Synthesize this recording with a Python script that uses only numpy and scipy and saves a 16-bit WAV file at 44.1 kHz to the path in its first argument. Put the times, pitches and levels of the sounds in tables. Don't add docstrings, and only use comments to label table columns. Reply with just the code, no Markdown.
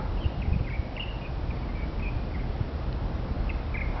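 import sys
import numpy as np
from scipy import signal
from scipy.fft import rfft, irfft
from scipy.io import wavfile
from scipy.ndimage import uniform_filter1d

SR = 44100
rng = np.random.default_rng(int(sys.argv[2]) if len(sys.argv) > 2 else 0)


def store_pcm(level_fs):
    pcm = np.round(np.clip(level_fs, -1, 1) * 32767).astype(np.int16)
    wavfile.write(sys.argv[1], SR, np.atleast_2d(pcm).T)


N = 176400
TIME = np.arange(N) / SR


def amp(db):
    return 10 ** (np.asarray(db) / 20)


def unit(x):
    return x / np.sqrt(np.mean(x ** 2) + 1e-20)


def add(mix, start_s, sound):
    part = mix[max(round(start_s * SR), 0):][:len(sound)]
    part += sound[:len(part)]


def band_noise(centre_hz, width_hz):
    hz = np.fft.rfftfreq(N, 1 / SR)
    band = np.exp(-.5 * ((hz - centre_hz) / width_hz) ** 2)
    return unit(irfft(rfft(rng.standard_normal(N)) * band, N))


def rumble_and_hiss():
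    # frequency_hz, relative_density_db
    spectrum = [(15, -19.5), (28, -12.5), (40, -0.5), (60, 4.5), (90, -8.5), (160, -10.5), (290, -14.5),
                (420, -21), (520, -20.5), (780, -23.5), (1450, -32.5), (2300, -37.5), (3500, -41),
                (5400, -45)]
    # time_s, gain_db
    bass_swell = [(0, -.5), (.6, -.5), (.9, -6), (1.15, -3.5), (1.5, -1.5), (2.2, -1), (2.9, -1.5),
                  (3.3, 1), (3.7, -2), (4, -1)]
    # time_s, gain_db
    mid_swell = [(0, 7.5), (.08, 1.5), (.75, -1.5), (1.4, 0.4), (2.2, 0.5), (3.05, 1), (3.3, 1.5),
                 (3.88, 1.5), (3.95, 6), (4, 9.5)]
    bass_top_hz, mid_hz, mid_width_octaves = 390, 1100, 0.84
    size, hop = 2048, 512
    t = np.arange(N // hop + 5) * hop / SR
    hz = np.fft.rfftfreq(size, 1 / SR) + 1
    real, imag, patches = rng.standard_normal((3, len(t), len(hz)))
    patches = uniform_filter1d(patches, size=8, axis=0)
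    patches_db = 0.78 * unit(uniform_filter1d(patches, size=14, axis=1))
    frequency_hz, density_db = np.transpose(spectrum)
    field_db = np.interp(np.log(hz), np.log(frequency_hz), density_db) + patches_db
    bass_band = 1 / (1 + (hz / bass_top_hz) ** 4)
    mid_band = np.exp(-.5 * (np.log2(hz / mid_hz) / mid_width_octaves) ** 2)
    field_db += np.outer(np.interp(t, *np.transpose(bass_swell)), bass_band)
    field_db += np.outer(np.interp(t, *np.transpose(mid_swell)), mid_band)
    frames = (real + 1j * imag) * amp(field_db)
    wash = signal.istft(frames.T, nperseg=size, noverlap=size - hop)[1][:N]
    return amp(-31.5) * unit(wash)


def drones():
    # pitch_hz, width_hz, level_db
    bands = [(40.4, 2.9, -36.5), (122.2, 10, -43.5)]
    return sum(amp(level_db) * band_noise(pitch_hz, width_hz) for pitch_hz, width_hz, level_db in bands)


def far_tone():
    level_db, t60_s = -40.5, 0.39
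    return amp(level_db - 60 * TIME / t60_s) * band_noise(centre_hz=864, width_hz=9.1)


def tick():
    start_s, decay_s, level_db = 2.928, .0011, -37
    age = TIME - start_s
    envelope = (age > 0) * np.exp(-abs(age) / decay_s)
    return amp(level_db) * envelope * band_noise(centre_hz=3900, width_hz=840)


def air_bumps():
    # centre_s, pitch_hz, peak_db
    eddies = [(0.265, 68, -13.5), (0.487, 59.4, -16.5), (0.524, 65, -17), (.541, 128, -18.5),
              (0.565, 120, -15.5), (0.61, 90, -15.5), (0.797, 65, -17), (2.163, 65, -19),
              (2.501, 66, -20.5), (2.612, 91.6, -14), (3.154, 64, -20)]
    width_cycles = 0.31
    pressure = np.zeros(N)
    for centre_s, pitch_hz, peak_db in eddies:
        cycles = (TIME - centre_s) * pitch_hz
        envelope = np.exp(-.5 * (cycles / width_cycles) ** 2)
        pressure -= amp(peak_db) * envelope * np.cos(2 * np.pi * cycles)
    return pressure


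def garden_echoes(direct):
    # delay_s, gain_db
    reflections = [(.0043, -14.5), (.0115, -14), (.047, -20)]
    arrivals_per_s, build_s, t60_s, tail_db = 2000, 0.034, 0.72, -7.5
    t = TIME[:SR]
    tail = rng.standard_normal(SR) * (rng.random(SR) < arrivals_per_s / SR)
    tail *= (1 - np.exp(-t / build_s)) * amp(-60 * t / t60_s)
    response = amp(tail_db) * tail / np.linalg.norm(tail)
    for delay_s, gain_db in reflections:
        add(response, delay_s, amp([gain_db]))
    return direct + signal.fftconvolve(direct, response)[:N]


def whistle(pitch_hz, level_db, wander):
    edge_s, jitter_fraction, flutter_db = 0.0041, 0.024, 1
    t = np.arange(len(pitch_hz)) / SR
    drift, flutter = wander[:, :len(t)]
    ramp = np.clip(np.minimum(t, t[-1] - t) / edge_s, 0, 1)
    envelope = amp(level_db - flutter_db * flutter) * np.sin(np.pi / 2 * ramp)
    phase = 2 * np.pi * np.cumsum(pitch_hz * (1 + jitter_fraction * drift)) / SR
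    return np.sqrt(2) * envelope * np.sin(phase)


def birds():
    # start_s, length_s, start_hz, end_hz, level_db
    chips = [(0.171, 0.027, 2900, 2450, -52.5), (0.417, 0.017, 2980, 1940, -42),
             (.448, 0.016, 2440, 2020, -49.5), (0.589, 0.013, 3060, 2300, -49.5),
             (0.644, 0.021, 2580, 2410, -51), (0.668, 0.024, 2250, 1870, -45),
             (0.688, 0.0084, 1720, 1500, -45.5), (.697, 0.0075, 2630, 2550, -43.5),
             (0.702, 0.031, 2347, 2097, -43), (0.722, 0.0063, 1990, 1750, -39),
             (0.965, 0.0053, 2830, 2600, -31.5), (0.974, 0.013, 2420, 1895, -38),
             (1.504, 0.013, 2680, 2150, -43.5), (1.566, .014, 2580, 1980, -51.5),
             (1.993, .018, 2760, 1810, -46), (2.338, .026, 2284, 1933, -47.5),
             (2.393, 0.018, 2540, 1965, -48.5), (3.493, 0.0054, 2725, 2560, -30),
             (3.499, 0.0063, 2560, 2550, -33), (3.501, 0.0078, 2240, 2010, -36),
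             (3.741, 0.0198, 2390, 1950, -36), (3.759, 0.014, 1750, 1630, -43),
             (3.771, 0.015, 2530, 2230, -36), (3.788, 0.01, 2150, 2120, -39),
             (3.803, 0.0081, 1744, 1690, -41), (3.808, 0.0073, 2420, 2260, -31.5),
             (3.813, 0.013, 2200, 2160, -32.5)]
    # start_s, length_s, start_hz, end_hz, arch_hz, level_db
    cheeps = [(0.202, .046, 3080, 2890, 122.5, -49.5), (0.241, 0.028, 2760, 2820, 2, -44.5),
              (0.524, 0.031, 2520, 2410, 9, -47), (0.732, 0.035, 2273, 2260, 18.5, -43),
              (.995, .022, 2810, 2892, 1, -34), (1.021, .022, 3070, 2633, -10.5, -37),
              (1.212, 0.036, 2533, 2380, -5, -49.5), (1.246, 0.025, 2510, 2464, 4, -44.5),
              (1.624, 0.023, 2274, 2270, 3, -52), (1.686, 0.024, 2160, 2080, 10, -52.5),
              (1.75, 0.071, 2330, 2236, 1, -50), (1.819, 0.024, 2296, 2210, 12.5, -46.5),
              (2.022, 0.042, 2600, 2335, 46, -43), (2.059, 0.038, 2498, 2478, -46.5, -40.5)]
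    warble_rate_hz, warble_depth_hz = 103, 36
    calls = np.zeros(N)
    wander = np.array([band_noise(0, width_hz=340), band_noise(0, width_hz=130)])
    for start_s, length_s, start_hz, end_hz, level_db in chips:
        pitch_hz = np.geomspace(start_hz, end_hz, round(length_s * SR))
        add(calls, start_s, whistle(pitch_hz, level_db, wander[:, round(start_s * SR):]))
    for start_s, length_s, start_hz, end_hz, arch_hz, level_db in cheeps:
        t = np.arange(0, length_s, 1 / SR)
        pitch_hz = np.linspace(start_hz, end_hz, len(t)) + arch_hz * np.sin(np.pi * t / length_s)
        pitch_hz += warble_depth_hz * np.sin(2 * np.pi * (warble_rate_hz * t + rng.random()))
        add(calls, start_s, whistle(pitch_hz, level_db, wander[:, round(start_s * SR):]))
    return calls


def scene():
    mix = garden_echoes(birds()) + rumble_and_hiss() + drones() + far_tone() + air_bumps() + tick()
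    return mix[None]


def record(dry):
    cutoff_hz = 5660
    lowpass = signal.firwin(151, cutoff_hz, window=("kaiser", 8), fs=SR)
    return signal.oaconvolve(dry, lowpass[None], "same")


dry = scene()
out = record(dry)
store_pcm(out)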